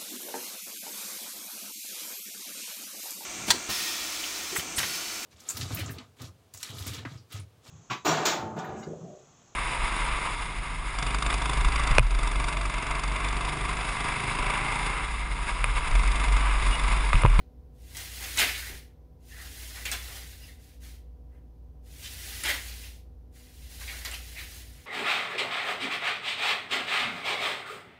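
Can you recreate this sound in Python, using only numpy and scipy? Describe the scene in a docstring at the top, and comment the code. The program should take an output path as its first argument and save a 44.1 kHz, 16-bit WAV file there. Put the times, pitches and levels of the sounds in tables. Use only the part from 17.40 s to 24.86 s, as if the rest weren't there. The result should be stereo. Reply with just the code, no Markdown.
"""In a small living room, over an appliance that hums throughout, two plastic exercise sliders are
pulled in across a tiled floor: they hiss on the glaze, rasp under pressure and stir a low rumble.
At 1 s they click and clatter over grout lines, then the weight shifts with a thud. A softer push out
follows from 1.8 s, then a few small adjustments of the feet. From 4.4 s the discs are pulled in again,
and from 6 s pushed out, with more clatter, short hoarse squeaks and a last thud at 7 s."""
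import sys
import numpy as np
from scipy import signal
from scipy.fft import rfft, irfft
from scipy.io import wavfile

SR = 44100
rng = np.random.default_rng(int(sys.argv[2]) if len(sys.argv) > 2 else 0)


def master_out(mix):
    """Clip the mix to full scale and print it as 16-bit PCM to the path in sys.argv[1]."""
    frames = np.transpose(np.atleast_2d(mix))
    ceiling = np.clip(frames, -1, 1)
    pcm = np.round(ceiling * 32767).astype(np.int16)
    wavfile.write(sys.argv[1], SR, pcm)


N = 328986
TIME = np.arange(N) / SR
FREQ = np.fft.rfftfreq(N, 1 / SR)
LEFT_BIAS = 10 ** (np.array([[.7], [-.7]]) / 20)  # rumble and hum sit slightly left


# Pushes and pulls of the feet: start t/s, fastest t/s, stop t/s, hiss level/dB, rasp level/dB,
# ease (higher is gentler at the ends)
STROKES = [(-.1, 0, 0.056, -75, -70, 4), (0.273, 1.055, 1.524, -41, -43, 2.31),
           (1.779, 2.446, 3.23, -48.5, -54.5, 1.25), (3.12, 3.255, 3.42, -63.5, -70, 1.5),
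           (3.364, 3.438, 3.72, -56, -60.5, 4.6), (3.815, 3.865, 3.8, -74.5, -88, 1.66),
           (4.416, 4.982, 5.628, -45, -51.5, 1.14), (5.897, 5.978, 6.36, -61, -66, 2.05),
           (6.0, 6.67, 7.57, -51, -58.5, 1.4)]
# Rougher patches of tile: t/s, half length/s, hiss level/dB, rasp level/dB, knock level/dB
ROUGH_PATCHES = [(0.596, 0.033, -46, -67, -54), (0.82, 0.017, -47, -53, -54),
                 (1.909, 0.031, -56.5, -71, -78), (2.017, 0.055, -51.5, -57, -57),
                 (2.197, 0.053, -52, -74, -64), (2.374, 0.024, -50, -48.5, -50.5),
                 (2.72, 0.075, -49, -53, -53.5), (3.057, 0.048, -60, -80, -65),
                 (3.951, 0.032, -100, -90, -71), (5.44, .03, -51.5, -55.5, -66),
                 (6.336, 0.031, -50.5, -62, -64), (6.42, 0.019, -48.5, -50.5, -54),
                 (6.535, 0.073, -49.5, -50, -58), (7.0, 0.034, -48, -53, -55.5),
                 (7.135, 0.072, -52.5, -58.5, -78), (7.427, 0.15, -64, -63.5, -84)]

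def sliding(rasp_exponent=1.28):
    """Hiss, rasp and knock envelopes: each stroke speeds up and slows down; rough patches add swells."""
    power = np.zeros((3, N))
    for start, fastest, stop, hiss_db, rasp_db, ease in STROKES:
        speed = np.sin(np.pi / 2 * np.interp(TIME, [start, fastest, stop], [0, 1, 0])) ** ease
        power[0] += (amp(hiss_db) * speed) ** 2
        power[1] += (amp(rasp_db) * speed ** rasp_exponent) ** 2
    for s, half_s, *levels_db in ROUGH_PATCHES:
        power += np.outer(amp(levels_db) ** 2, np.exp(-((TIME - s) / half_s) ** 2))
    return np.sqrt(power)


# Tone of the bright glaze hiss, the midrange rasp and the hollow knock of a whole disc: f/Hz, level/dB
HISS_EQ = [(150, -15.5), (300, -8.5), (720, -7.5), (1200, -16), (1650, -8.5), (2500, 1.5), (3800, 3.5),
           (6000, 1), (7800, -3.5), (10000, -2), (13000, -1.5), (15500, -3.5)]
RASP_EQ = [(200, -29), (600, -17.5), (1150, -12.5), (1500, -7), (2000, 0), (2500, -5.5), (3100, -7.5),
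           (4200, -6.5), (6000, -16), (10000, -33.5), (15500, -34)]
KNOCK_EQ = [(80, -7.5), (180, -23), (260, -2.5), (350, -.5), (500, -2), (700, 2), (950, -1), (1350, 0.5),
            (2000, 3.5), (5000, -16.5)]

def glide(speed, pressure, bumps):
    """Fine glaze roughness hisses; pressed discs stick and slip with a rasp; bumps shake them whole."""
    hiss = grit(per_s=9000, spread_db=4) * speed * amp(4 + wander(rate_hz=23))
    slips = grit(per_s=2500, spread_db=2) * pressure * amp(2 + 2.55 * wander(rate_hz=40))
    knocks = grit(per_s=2000, spread_db=1.5) * bumps
    return colour(hiss, HISS_EQ) + colour(slips, RASP_EQ) + colour(knocks, KNOCK_EQ)


# Clatter over grout lines: peak t/s, level/dB, rise/s, fall/s, ring f/Hz, relative knock level/dB
GROUT_CROSSINGS = [(.585, -50, 0.023, 0.02, 2240, 3), (.845, -44, 0.036, 0.024, 2400, -1),
                   (0.984, -20, 0.0094, 0.0038, 3600, -12), (1.0, -14, 0.0074, 0.0058, 2610, -13.5),
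                   (1.02, -22.5, 0.015, .026, 2032, -5), (1.09, -29, .01, 0.015, 2210, -18.5),
                   (2.462, -36.5, 0.0025, 0.046, 2320, -9), (2.525, -28.5, 0.01, 0.016, 1340, -4.5),
                   (5.06, -24.5, 0.011, 0.0043, 3280, -6.5), (5.098, -22.5, 0.025, 0.015, 1860, -8.5),
                   (5.141, -31.5, 0.0092, 0.019, 2150, -5.5), (6.658, -42.5, 0.0079, 0.059, 2250, 0),
                   (6.743, -34, 0.02, 0.0053, 2660, -14)]

def grout_clatter():
    """Coarse grout shakes a disc with a short run of impacts: the shell rings, the whole disc knocks."""
    out = np.zeros(N)
    t = np.arange(-SR // 10, SR // 4) / SR
    for s, db, rise, fall, hz, knock_db in GROUT_CROSSINGS:
        swell = amp(db) * np.exp(-np.maximum(-t / rise, t / fall))
        ring = shell(swell * grit(per_s=3000, spread_db=3, count=len(t)), hz)
        knock = colour(swell * grit(per_s=2000, spread_db=3, count=len(t)), KNOCK_EQ)
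        add(out, s + t[0], ring + amp(knock_db) * knock)
    return out


# A rim hits a tile edge: t/s, snap level/dB, ring level/dB, ring f/Hz
RIM_HITS = [(0.5487, -31, -36.5, 2094), (0.5697, -21, -34.5, 2320), (0.84, -27, -31.5, 2860),
            (0.9742, -16, -23, 2380), (0.991, -11.5, -27, 3105), (1.0319, -34.5, -21, 2042),
            (2.4532, -26.5, -22.5, 2460), (2.5155, -14.5, -34, 1800), (5.0369, -17.5, -24, 3200),
            (6.6494, -28, -24, 4600), (6.714, -26.5, -38, 2400)]
# Tone of the crisp attack: f/Hz, level/dB
SNAP_EQ = [(200, -17), (1000, -12.5), (3000, -4), (5000, 2), (7200, 2), (10000, -5), (15500, -3.5)]

def rim_clicks(snap_s=0.00068, ring_s=0.0067):
    """Each rim strike is a bright snap and a brief ring of the plastic; returns snaps and rings."""
    snaps, rings = np.zeros((2, N))
    t = np.arange(SR // 10) / SR
    for s, snap_db, ring_db, hz in RIM_HITS:
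        snap, ring = rng.choice([-1, 1], (2, len(t)))
        add(snaps, s, amp(snap_db) * colour(snap * np.exp(-t / snap_s), SNAP_EQ))
        add(rings, s, amp(ring_db) * shell(ring * np.exp(-t / ring_s), hz))
    return snaps, rings


# Tone of the plastic shell: f/Hz, level/dB
SHELL_EQ = [(200, -24), (700, -16.5), (1100, -15.5), (1500, -5), (2100, 0), (3200, -1), (4200, -4),
            (5500, -7.5), (8000, -14.5), (12000, -13.5), (15500, -15.5)]

def shell(x, hz, lift_db=6, width=0.13):
    """Rings a disc; its strongest mode depends on where the foot presses it down."""
    f = np.geomspace(100, 16000, 200)
    mode_db = lift_db * np.exp(-.5 * (np.log(f / hz) / width) ** 2)
    return colour(x, np.transpose([f, read(SHELL_EQ, f) + mode_db]))


# Short, hoarse squeaks: t/s, level/dB, half length/s, f/Hz, width/share of f, relative overtone level/dB
SQUEAKS = [(1.147, -32.5, 0.0081, 2180, 0.32, -5), (1.24, -44.5, 0.06, 1870, 0.42, -34),
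           (1.93, -46, 0.012, 1870, 0.13, -26), (2.006, -48.5, 0.028, 1840, 0.32, -27),
           (3.036, -49.5, 0.014, 2796, 0.1, -7), (3.092, -49.5, 0.0062, 2023, 0.1, -12),
           (4.653, -40, 0.018, 2780, 0.65, -6), (5.312, -46.5, 0.013, 2370, 0.29, -6),
           (5.441, -46.5, 0.012, 2710, 0.36, -9), (6.487, -34, 0.0078, 2160, 0.23, -8.5),
           (6.988, -38.5, 0.024, 2250, 0.35, -11)]

def squeaks(overtone_ratio=1.8):
    """A disc catches on the glaze; its sticking and slipping locks loosely onto two of its modes."""
    out = np.zeros(N)
    t = np.arange(-SR // 7, SR // 7) / SR
    f = np.fft.rfftfreq(len(t), 1 / SR) + 1
    for s, db, half_s, hz, width, overtone_db in SQUEAKS:
        modes = sum(amp(mode_db) / (1 + (np.log(f / mode_hz) / width) ** 2) ** 2
                    for mode_hz, mode_db in [(hz, 0), (hz * overtone_ratio, overtone_db)])
        slips = grit(per_s=1600, spread_db=2, count=len(t))
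        squeak = unit(irfft(rfft(slips) * modes, len(t)))
        add(out, s + t[0], amp(db) * squeak * np.exp(-.5 * (t / half_s) ** 2))
    return out


# Shifts of weight: t/s, level/dB, fall/s
WEIGHT_SHIFTS = [(1.0, -62, 0.069), (1.285, -45, 0.047), (1.325, -54, 0.032), (7.019, -52.5, 0.02)]
# Their dull, bassy tone: f/Hz, level/dB
THUD_EQ = [(40, -3.5), (85, -9), (130, -18.5), (200, -18.5), (320, -9.5), (450, -16), (1000, -24.5),
           (4000, -62.5)]

def thuds(rise_s=0.002):
    """The feet push softly into the floor as the weight shifts."""
    out = np.zeros(N)
    t = np.arange(SR // 4) / SR
    for s, db, fall in WEIGHT_SHIFTS:
        push = rng.standard_normal(len(t)) * (1 - np.exp(-t / rise_s)) * np.exp(-t / fall)
        add(out, s, amp(db) * colour(push, THUD_EQ))
    return out


# Low boom of the floor: f/Hz, level/dB
FLOOR_EQ = [(20, -34.5), (38, -26), (50, -13.5), (62, 3.5), (72, -6), (86, 6.5), (110, -10.5), (180, -26),
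            (300, -19), (600, -32), (2000, -75.5)]

def floor_rumble(speed, level_db=-51, speed_exponent=0.51):
    """The loaded discs shake the floor, more as they move faster."""
    drive = amp(level_db) * (speed / speed.max()) ** speed_exponent
    return colour(rng.standard_normal(N), FLOOR_EQ) * drive * LEFT_BIAS


# Level of the hum's lowest tone as it swells and sinks: t/s, level/dB
HUM_LEVEL = [(0.5, -50.5), (0.85, -44.5), (1.37, -46.5), (1.49, -56.5), (2.55, -42), (3.23, -53.5),
             (3.6, -45.5), (4.38, -50), (5.27, -43), (6.1, -52.5), (6.55, -43), (7.15, -46.5), (7.46, -52)]
# Fainter tones above it: f/Hz, level/dB
HUM_TONES = [(117, -71.5), (246, -67.5), (291, -73), (436, -78), (493, -72.5), (641, -91.5), (754, -78.5),
             (990, -85)]

def appliance(hum_hz=58.1, waver_db=1.5, drift_rad=0.97):
    """A household appliance: a low hum that swells and sinks under faint, wavering higher tones."""
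    level_db = np.interp(TIME, *np.transpose(HUM_LEVEL)) + 0.2 * wander(rate_hz=7)
    hum = amp(level_db) * np.sin(2 * np.pi * hum_hz * TIME)
    for hz, db in HUM_TONES:
        gain = amp(db + waver_db * wander(rate_hz=13))
        hum += gain * np.sin(2 * np.pi * hz * TIME + drift_rad * wander(rate_hz=4))
    return np.sqrt(2) * hum * LEFT_BIAS


# Dark bed of room tone: f/Hz, level/dB
AIR_EQ = [(20, -22), (38, -20.5), (55, -4.5), (75, -3.5), (105, -18.5), (150, -14), (200, -26.5),
          (280, -24.5), (500, -28.5), (800, -36), (1200, -44), (2200, -51.5), (5800, -54.5), (7700, -61),
          (13000, -56.5)]

def room_tone(level_db=-52.5):
    """The steady air of the room, a soft noise from all around."""
    air = unit(irfft(rfft(rng.standard_normal((2, N))) * amp(read(AIR_EQ, FREQ)), N))
    return amp(level_db) * diffuse(air) * LEFT_BIAS


# Pan of the sliders by frequency, mostly to the left: f/Hz, left minus right level/dB
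SLIDER_PAN = [(100, -2), (650, -1.6), (1300, 5.5), (2400, 1.5), (4400, -1.5), (8000, 6.5), (15000, 2)]

def room(x, beamed, direct_db=-4, near_db=2, beamed_db=-8, paths=10):
    """Direct sound, with extra of what is beamed ahead, arrives left first; echoes shift as discs move."""
    direct = x + amp(beamed_db) * beamed
    heard = np.array([amp(direct_db + near_db) * direct, amp(direct_db - near_db) * np.roll(direct, 5)])
    place = np.cumsum(110 * amp(3 * wander(rate_hz=10))) / SR
    for k in range(paths):  # crossfade round a loop of echo paths at a wandering rate
        away = (place - k + paths / 2) % paths - paths / 2
        share = np.cos(np.pi / 2 * np.minimum(abs(away), 1))
        heard += signal.oaconvolve((x * share)[None], echoes(), axes=1)[:, :N]
    pan_db = read(SLIDER_PAN, FREQ) / 2
    return irfft(rfft(heard) * amp([pan_db, -pan_db]), N)


# Short living-room reverb: f/Hz, time to fall by 60 dB/s
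REVERB_TIMES = [(100, 0.34), (600, 0.28), (2000, 0.35), (5000, 0.28), (14000, 0.26)]

def echoes(tail_db=-3, early_db=-3, early_s=0.011, early_per_s=1500):
    """One path through the room: near walls and furniture scatter the sound, then the room rings."""
    count = SR // 2
    t = np.arange(count) / SR
    noise = rng.standard_normal((2, count)) * (t > .004)
    hz, frame_s, bands = signal.stft(noise, SR, nperseg=256)
    decay = amp(-60 * frame_s / read(REVERB_TIMES, hz)[:, None])
    tail = signal.istft(bands * decay, SR, nperseg=256)[1][:, :count]
    taps = rng.choice([-1, 1], (2, count)) * (rng.random((2, count)) < early_per_s / SR)
    early = taps * (t > .001) * np.exp(-t / early_s)
    return diffuse(sum(amp(db) * part / np.linalg.norm(part, axis=1, keepdims=True)
                       for db, part in [(tail_db, tail), (early_db, early)]))


# Stereo image of the ambience: f/Hz, likeness (0 wide, 1 mono)
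STEREO_LIKENESS = [(60, 1), (130, 0.8), (290, 0.5), (640, 0.5), (1400, 0), (15000, 0.2)]

def diffuse(pair):
    """Turns two unrelated signals into a diffuse field: alike in the bass, wide in the treble."""
    count = pair.shape[1]
    like = read(STEREO_LIKENESS, np.fft.rfftfreq(count, 1 / SR))
    mid, side = rfft(pair) * np.sqrt([1 + like, 1 - like]) / np.sqrt(2)
    return irfft(np.array([mid + side, mid - side]), count)


def grit(per_s, spread_db, count=N):
    """Tiny impacts at random moments; a few are much larger than the rest."""
    size = amp(spread_db * np.minimum(rng.exponential(1, count), 4))
    return unit(size * rng.choice([-1, 1], count) * (rng.random(count) < per_s / SR))


def colour(x, spectrum, size=4096):
    """Passes x through a causal body with this spectrum and an energy gain of one."""
    log_gain = np.log(amp(read(spectrum, abs(np.fft.fftfreq(size, 1 / SR)))))
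    ring = np.fft.ifft(np.exp(np.conj(signal.hilbert(log_gain)))).real[:size // 2]  # minimum phase
    return signal.oaconvolve(x, ring / np.linalg.norm(ring))[:N]


def wander(rate_hz):
    """Smooth random motion of rms one, up to the given rate."""
    return unit(irfft(rfft(rng.standard_normal(N)) / (1 + (FREQ / rate_hz) ** 4), N))


def read(points, hz):
    """Reads a table on a log-frequency axis."""
    f, value = np.transpose(points)
    return np.interp(np.log(hz + 1), np.log(f + 1), value)


def add(mix, s, sound):
    """Mixes a sound in from time s on."""
    part = mix[max(round(s * SR), 0):][:len(sound)]
    part += sound[:len(part)]


def amp(db):
    """Decibels to gain."""
    return 10 ** (np.asarray(db) / 20)


def unit(x):
    """Scales to an rms of one."""
    return x / np.sqrt(np.mean(x ** 2) + 1e-20)


def scene():
    """The sliders in the room, the floor under them, the hum and the room tone."""
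    speed, pressure, bumps = sliding()
    snaps, rings = rim_clicks()
    discs = glide(speed, pressure, bumps) + squeaks() + grout_clatter() + snaps + rings + thuds()
    return room(discs, beamed=snaps) + floor_rumble(speed) + appliance() + room_tone()


def record(dry):
    """A steep high cut at 15.7 kHz."""
    high_cut = signal.firwin(511, 15700, window=("kaiser", 9), fs=SR)
    return signal.oaconvolve(dry, high_cut[None], "same")


dry = scene()
out = record(dry)
master_out(out)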